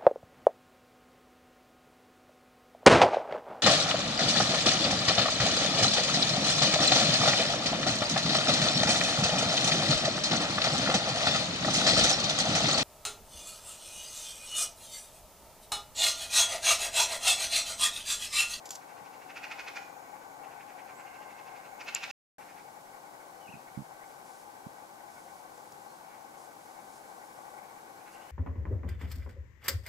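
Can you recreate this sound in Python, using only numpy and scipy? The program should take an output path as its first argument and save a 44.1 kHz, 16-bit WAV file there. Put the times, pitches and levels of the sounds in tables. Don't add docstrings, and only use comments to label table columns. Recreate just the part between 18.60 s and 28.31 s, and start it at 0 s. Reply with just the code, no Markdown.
import sys
import numpy as np
from scipy import signal
from scipy.fft import rfft, irfft
from scipy.io import wavfile
from scipy.ndimage import uniform_filter1d

SR = 44100
rng = np.random.default_rng(int(sys.argv[2]) if len(sys.argv) > 2 else 0)


def wrap_up_sound(samples):
    columns = np.atleast_2d(samples).T
    tamed = np.clip(columns, -1, 1)
    steps = np.round(tamed * 32767).astype(np.int16)
    wavfile.write(sys.argv[1], SR, steps)


N = 428211
TIME, FREQ = np.arange(N) / SR, np.fft.rfftfreq(N, 1 / SR)
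PAUSE_START_S, PAUSE_END_S = 3.512, 3.783


def amp(db):
    return 10 ** (np.asarray(db) / 20)


def unit_rms(x):
    return x / np.sqrt(np.mean(x ** 2) + 1e-20)


def spectrum(points):
    f, value = np.transpose(points)
    return np.interp(np.log(FREQ + 1), np.log(f + 1), value)


def colour(x, points):
    return irfft(rfft(x) * unit_rms(amp(spectrum(points))), N)


def wander(bandwidth_hz):
    return unit_rms(irfft(rfft(rng.standard_normal(N)) * np.exp(-(FREQ / bandwidth_hz) ** 2), N))


def step_gain(before_db, after_db):
    return amp(np.where(TIME < PAUSE_END_S, before_db, after_db))


def swells(rows):
    return amp(sum(db * np.exp(-((TIME - s) / width) ** 2) for s, width, db in rows))


def resonate(x, hz, width):
    carrier = np.exp(2j * np.pi * np.cumsum(hz) / SR)
    r = np.exp(-np.pi * width / SR)
    return 2 * (carrier * signal.lfilter([(1 - r) ** 2], [1, -2 * r, r * r], x / carrier + 1e-18)).real


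def place(x, right_db, lead):
    delay = np.exp(-2j * np.pi * np.fft.rfftfreq(N) * lead)
    return np.array([irfft(rfft(x) * delay, N) * amp(-right_db / 2), x * amp(right_db / 2)])


def orchard(x, t60, wet_db, shared):
    t = np.arange(SR // 2) / SR
    echoes = rng.standard_normal((3, len(t))) * (rng.random((3, len(t))) < .06)
    echoes *= (t > .002) * amp(-60 * t / t60)
    echoes = np.sqrt(1 - shared) * echoes[:2] + np.sqrt(shared) * echoes[2]
    echoes /= np.linalg.norm(echoes, axis=1, keepdims=True)
    return x + amp(wet_db) * signal.oaconvolve(x, echoes, axes=1)[:, :N]


# f/Hz, relative level/dB
HISS_SPECTRUM = [(100, -6), (2900, -7.5), (4200, -1), (6000, 0.5), (8300, .5), (10300, -1), (12000, -2),
                 (14500, -6), (15600, -8)]
FOCUS_SPECTRUM = [(2500, -11), (4200, -3.5), (7000, 1.5), (8500, -0.5), (10500, 1.5), (13000, -29),
                  (15500, -76)]
# start t/s, duration/s, relative level/dB
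LENS_MOVES = [(5.45, .08, -62), (5.65, 0.19, -59), (6.5, 0.31, -61), (6.93, 0.45, -64.5), (7.77, .1, -58),
              (8.0, 1.0, -62.5), (8.329, .06, -62), (9.52, .04, -57.5)]
# f/Hz, width/Hz, relative level/dB
WHINE_BANDS = [(6770, 660, -74.5), (12100, 450, -80), (15200, 300, -81.5)]
# t/s, half-width/s, level change/dB
MOTOR_LOADS = [(1.35, .4, 4.5), (3.22, .18, 7.5)]
def camera(ramp_s=.02, shared=.39):
    own, common = rng.standard_normal((2, N)), rng.standard_normal(N)
    hiss = colour(np.sqrt(1 - shared) * own + np.sqrt(shared) * common, HISS_SPECTRUM)
    moves = sum(amp(db) * np.clip(np.minimum(TIME - s, s + length - TIME) / ramp_s + .5, 0, 1)
                for s, length, db in LENS_MOVES)
    drive = np.hypot(moves, amp(-76)) * amp(-5)
    rustle = drive * colour(rng.standard_normal(N), FOCUS_SPECTRUM)
    whine = sum(amp(db) * unit_rms(resonate(rng.standard_normal(N), np.full(N, hz), width))
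                for hz, width, db in WHINE_BANDS)
    whine *= amp(-2) * swells(MOTOR_LOADS)
    return hiss * step_gain(-62, -61) + np.where(TIME < PAUSE_START_S, whine, rustle)


# t/s, f/Hz, level/dB
ENGINE_HUM = [(0, 309.7, -78), (.7, 292, -69), (2.2, 283.2, -68.5), (2.8, 298.5, -80.5), (7, 329.5, -73.5),
              (9.7, 326.6, -72.5)]
def far_engine(waver=.02):
    s, hz, db = np.transpose(ENGINE_HUM)
    pitch = np.interp(TIME, s, hz) * (1 + waver * wander(24.5))
    gain = amp(np.interp(TIME, s, db) + 2 * wander(6))
    return np.sqrt(2) * gain * np.sin(2 * np.pi * np.cumsum(pitch) / SR)


# f/Hz, relative level/dB
AIR_SPECTRUM = [(20, -19), (50, -43.5), (80, -10.5), (140, -4.5), (300, -1.5), (600, -1), (1100, -1.5),
                (1700, -9.5), (2400, -14), (2950, -15.5), (6000, -27)]
# f/Hz, width/Hz, relative level/dB
LEFT_MODES = [(534, 128, 5.5), (803, 129, 15.5), (1089, 172, 6.5), (1532, 73, 10.5), (1978, 75, 3.5)]
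RIGHT_MODES = [(804, 90, -2), (1120, 150, -3), (1483, 110, 5.5), (2280, 130, 5)]
# f/Hz, coherence, phase lead of the left/rad
PORT_COHERENCE = [(60, .8, 0), (300, .55, 0), (520, .4, -.1), (800, .55, -.9), (1100, .68, -2.2),
                  (1600, .68, -2), (2600, .55, -2.6), (5000, .3, -3)]
# t/s, half-width/s, level change/dB
BREEZE_CHANGES = [(0, .35, -1.1), (8.88, .17, 2.5)]
def air(wash_db=-55.5, flutter_db=1):
    left, independent = rfft(rng.standard_normal((2, 2, N)))
    field = np.array(PORT_COHERENCE)
    coherence, phase = spectrum(field[:, :2]), spectrum(field[:, ::2])
    right = (coherence * left + np.sqrt(1 - coherence ** 2) * independent) * np.exp(-1j * phase)
    wash, breeze = np.stack([left, right], axis=1) * amp(spectrum(AIR_SPECTRUM))
    cavity_power = [sum(amp(db) ** 2 / (1 + 2 * ((FREQ - f) / width) ** 2) ** 2 for f, width, db in port)
                    for port in (LEFT_MODES, RIGHT_MODES)]
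    hum = unit_rms(irfft(breeze * np.sqrt(cavity_power), N))
    gusts = step_gain(-48.5, -51) * swells(BREEZE_CHANGES) * amp(flutter_db * wander(23))
    return amp(wash_db) * unit_rms(irfft(wash, N)) + gusts * hum


# t/s, relative level/dB, number of eddies
GUSTS = [(.419, -47, 2), (4.893, -41, 2), (4.942, -37, 3), (5.178, -24, 4), (6.069, -30, 1)]
def wind_thumps(half_width_s=.0014, gap_s=.013, fall_db=3.5, low_cut_hz=85):
    pressure = np.zeros(N)
    for s, db, count in GUSTS:
        for k in range(round(count)):
            u = np.clip((TIME - s) / half_width_s, -9, 9)
            pressure += amp(db - fall_db * k) * (1 - u ** 2) * np.exp(-u ** 2 / 2)
            s += gap_s * np.exp(.15 * rng.standard_normal())
    wind_filter = signal.butter(2, low_cut_hz, "high", fs=SR, output="sos")
    return signal.sosfiltfilt(wind_filter, pressure) * amp([[-12], [1]])


# f/Hz, relative level/dB
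FAR_SPECTRUM = [(900, -14), (1300, -11), (1520, -2.5), (1750, -8), (2250, -2.5), (2450, -11), (3200, -28.5)]
# t/s, relative level/dB
FAR_LEVELS = [(0, -70), (4.5, -68.5), (7.8, -73.5), (8.3, -68.5), (9.7, -68)]
def far_rattle(syllables_per_s=12.5, uneven_db=2):
    cycles = np.cumsum(syllables_per_s * np.exp(.2 * wander(4.8))) / SR
    swell = np.sin(np.pi * cycles) ** 2 * amp(uneven_db * wander(14))
    gain = amp(np.interp(TIME, *np.transpose(FAR_LEVELS)))
    voice = gain * unit_rms(swell * colour(rng.standard_normal(N), FAR_SPECTRUM))
    return orchard(place(voice, right_db=-1.5, lead=7.4), t60=.11, wet_db=3, shared=.2)


# harmonic number, relative level/dB
CALL_HARMONICS = [(2, -1), (3, -1.5), (4, -1), (5, -10)]
def held_call(start_s=2.15, end_s=3.17, slide_s=.13, hz=521, creep_hz_per_s=13, scoop_hz=22):
    effort = np.tanh(np.maximum(np.minimum(TIME - start_s, end_s - TIME), 0) / slide_s)
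    pitch = hz + creep_hz_per_s * (TIME - start_s) - scoop_hz * (1 - effort)
    cycles = np.cumsum(pitch * (1 + .015 * wander(120))) / SR
    tones = unit_rms(sum(amp(db) * np.sin(2 * np.pi * k * cycles) for k, db in CALL_HARMONICS))
    return orchard(place(amp(-61) * effort * tones, right_db=4.5, lead=5.1), t60=.3, wet_db=1, shared=.2)


# start t/s, duration/s, start f/Hz, middle f/Hz, end f/Hz, level/dB
WHISTLED_NOTES = [(2.335, .09, 6500, 7900, 6700, -63), (4.801, 0.089, 3100, 2930, 2830, -64),
                  (4.868, 0.044, 2800, 2540, 3100, -53.5), (4.919, 0.039, 2890, 2540, 2700, -52),
                  (7.265, .08, 4480, 4300, 4420, -70)]
def whistles(waver=.018):
    notes = np.zeros(N)
    unsteady = 1 + waver * wander(250)
    for s, length, start_hz, middle_hz, end_hz, db in WHISTLED_NOTES:
        on = (TIME > s) & (TIME < s + length)
        along = (TIME[on] - s) / length
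        arch = np.sin(np.pi * along)
        pitch = start_hz + (end_hz - start_hz) * along + (middle_hz - (start_hz + end_hz) / 2) * arch
        notes[on] += np.sqrt(2) * amp(db) * arch * np.sin(2 * np.pi * np.cumsum(pitch * unsteady[on]) / SR)
    return orchard(place(notes, right_db=-.5, lead=1), t60=.25, wet_db=-5, shared=.6)


# t/s, level/dB, decay time/s, ringing share of the power
TWIG_SNAPS = [(.056, -42.5, 0.012, .15), (.091, -42, 0.0048, 0.4), (0.1064, -25, 0.003, 0.74),
              (0.111, -32, 0.0017, 0.9), (.114, -45, 0.04, 0), (.151, -42, 0.0056, .3),
              (.156, -39, 0.0046, 0), (3.3485, -11.5, 0.0013, 0.96), (6.975, -56, .007, 0.1),
              (7.122, -52.5, 0.004, 0)]
# f/Hz, relative level/dB
CRACK_SPECTRUM = [(100, -45.5), (800, -18.5), (2500, -10.5), (4000, -5), (5500, 0), (7200, -1),
                  (8200, -8.5), (12000, -9.5), (16000, -17.5)]
TWIG_MODES = [(6950, 0.5), (7250, 3.5), (7750, -11), (11100, -13), (13370, -23)]
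def twigs(ring_rise_s=.00057):
    splinters, rings = np.zeros((2, N))
    t = np.arange(SR // 5) / SR
    modes = unit_rms(sum(amp(db) * np.sin(2 * np.pi * hz * t) for hz, db in TWIG_MODES))
    for s, db, decay, share in TWIG_SNAPS:
        envelope = amp(db) * np.exp(-t / decay)
        scraping = np.interp(t, t[::60], rng.standard_normal(len(t[::60])))
        ring = modes * np.where(t < .002, 1, scraping) * (1 - np.exp(-(t / ring_rise_s) ** 2))
        span = slice(round(s * SR), round(s * SR) + len(t))
        splinters[span] += np.sqrt(1 - share) * envelope * rng.standard_normal(len(t))
        rings[span] += np.sqrt(share) * envelope * ring
    snaps = colour(splinters, CRACK_SPECTRUM) + rings
    return orchard(place(snaps, right_db=.5, lead=.88), t60=.09, wet_db=-18.5, shared=.1)


# first peak t/s, last peak t/s, syllables, fractional growth of each gap,
# relative level/dB, first syllable's offset/dB, rasp offset/dB, throat start f/Hz, throat end f/Hz
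WARBLER_RUNS = [(.222, .624, 6, 0.015, -59, -3, -10, 2650, 2600),
                (0.704, 1.17, 7, .05, -43, -7.5, -9, 2610, 2430),
                (1.43, 1.63, 4, 0, -66, -1.5, -15, 2300, 2200),
                (1.847, 2.401, 7, 0.059, -56.5, 0.5, -15, 2620, 2320),
                (2.476, 3.059, 8, 0.032, -56.5, -1, -11.5, 2730, 2560),
                (3.213, 3.517, 5, 0.014, -39.5, -6.5, -6, 2593, 2680),
                (3.821, 3.986, 3, .03, -58, -0.5, -12, 2290, 2450),
                (7.495, 7.56, 2, 0, -66.5, -2, -17, 2250, 2350),
                (9.41, 9.7, 5, .02, -59, -5, -23, 2560, 2970)]
def syllables(onset_syllables=.45, rasp_growth_db=4.5, near_db=-42, near_swell_s=.0092):
    rows = []
    for first, last, count, slowing, db, first_db, rasp_db, start_hz, end_hz in WARBLER_RUNS:
        k = np.arange(round(count))
        along = np.cumsum((1 + slowing) ** k) - 1
        along = along / along[-1]
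        times = first + (last - first) * along
        levels = db + first_db * np.exp(-k / onset_syllables)
        rasps = rasp_db + rasp_growth_db * (along - .5)
        throat_hz = start_hz + (end_hz - start_hz) * along
        swell_s = near_swell_s * amp(.23 * (near_db - db))
        rows += zip(times, levels, rasps, throat_hz, np.full(len(k), swell_s))
    return rows


# f/Hz, relative level/dB
BODY_SPECTRUM = [(400, -24.5), (800, -4), (1100, -7.5), (1400, 2), (1750, -1.5), (2000, 0), (2270, 2),
                 (2800, -6.5), (3100, -13.5), (3600, -23.5), (6000, -38.5)]
RASP_SPECTRUM = [(2400, -21.5), (3300, 0), (3900, 0.5), (4400, 0), (4900, 1), (5800, -0.5), (6700, -3.5),
                 (8000, -16), (10000, -23), (15000, -48.5)]
def warbler(flaps_per_s=330, jitter=.35, decay_cycles=.29, leak=.44, throat_width_hz=250):
    body, ringing, rasp = np.zeros((3, N))
    chatter = syllables()
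    times, _, _, throat_hz, _ = np.transpose(chatter)
    for s, db, rasp_db, hz, swell_s in chatter:
        from_peak = np.hypot((TIME - s) / swell_s, .5) - .5
        on = from_peak < 10
        swell = np.exp(-from_peak[on])
        tension = (hz / np.median(throat_hz)) ** 2.3
        body[on] += amp(db + .85) / tension * swell
        ringing[on] += amp(db + 1.5 + .42 * (db + 40.5)) * tension * swell
        rasp[on] += amp(db + rasp_db + 2) * swell
    cycles = np.cumsum(flaps_per_s * np.exp(jitter * wander(300))) / SR
    flaps = leak + np.exp(-(cycles % 1) / decay_cycles)
    puffs = unit_rms(flaps * rng.standard_normal((3, N)))
    formant_hz = np.interp(TIME, times, throat_hz) * (1 + .009 * wander(60))
    throat = unit_rms(resonate(puffs[2], formant_hz, throat_width_hz))
    swing = np.sqrt(uniform_filter1d(throat ** 2, size=200) + .12)
    throat = unit_rms(throat / swing * flaps)
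    voice = colour(body * puffs[0], BODY_SPECTRUM) + ringing * throat
    voice += colour(rasp * puffs[1], RASP_SPECTRUM)
    return orchard(place(voice, right_db=1.5, lead=.83), t60=.51, wet_db=-4.5, shared=.4)


def scene():
    trees = warbler() + far_rattle() + twigs() + whistles() + held_call()
    return trees + wind_thumps() + air() + far_engine() + camera()


def record(dry, notch_hz=9080, notch_width_hz=260, notch_depth=.84, cutoff_hz=15750):
    notch = 1 - notch_depth * np.exp(-((FREQ - notch_hz) / notch_width_hz) ** 2)
    gate = (TIME < PAUSE_START_S) | (TIME > PAUSE_END_S)
    low_pass = signal.firwin(511, cutoff_hz, window=("kaiser", 9), fs=SR)
    return signal.oaconvolve(irfft(rfft(dry) * notch, N) * gate, low_pass[None], "same")


dry = scene()
out = record(dry)
wrap_up_sound(out)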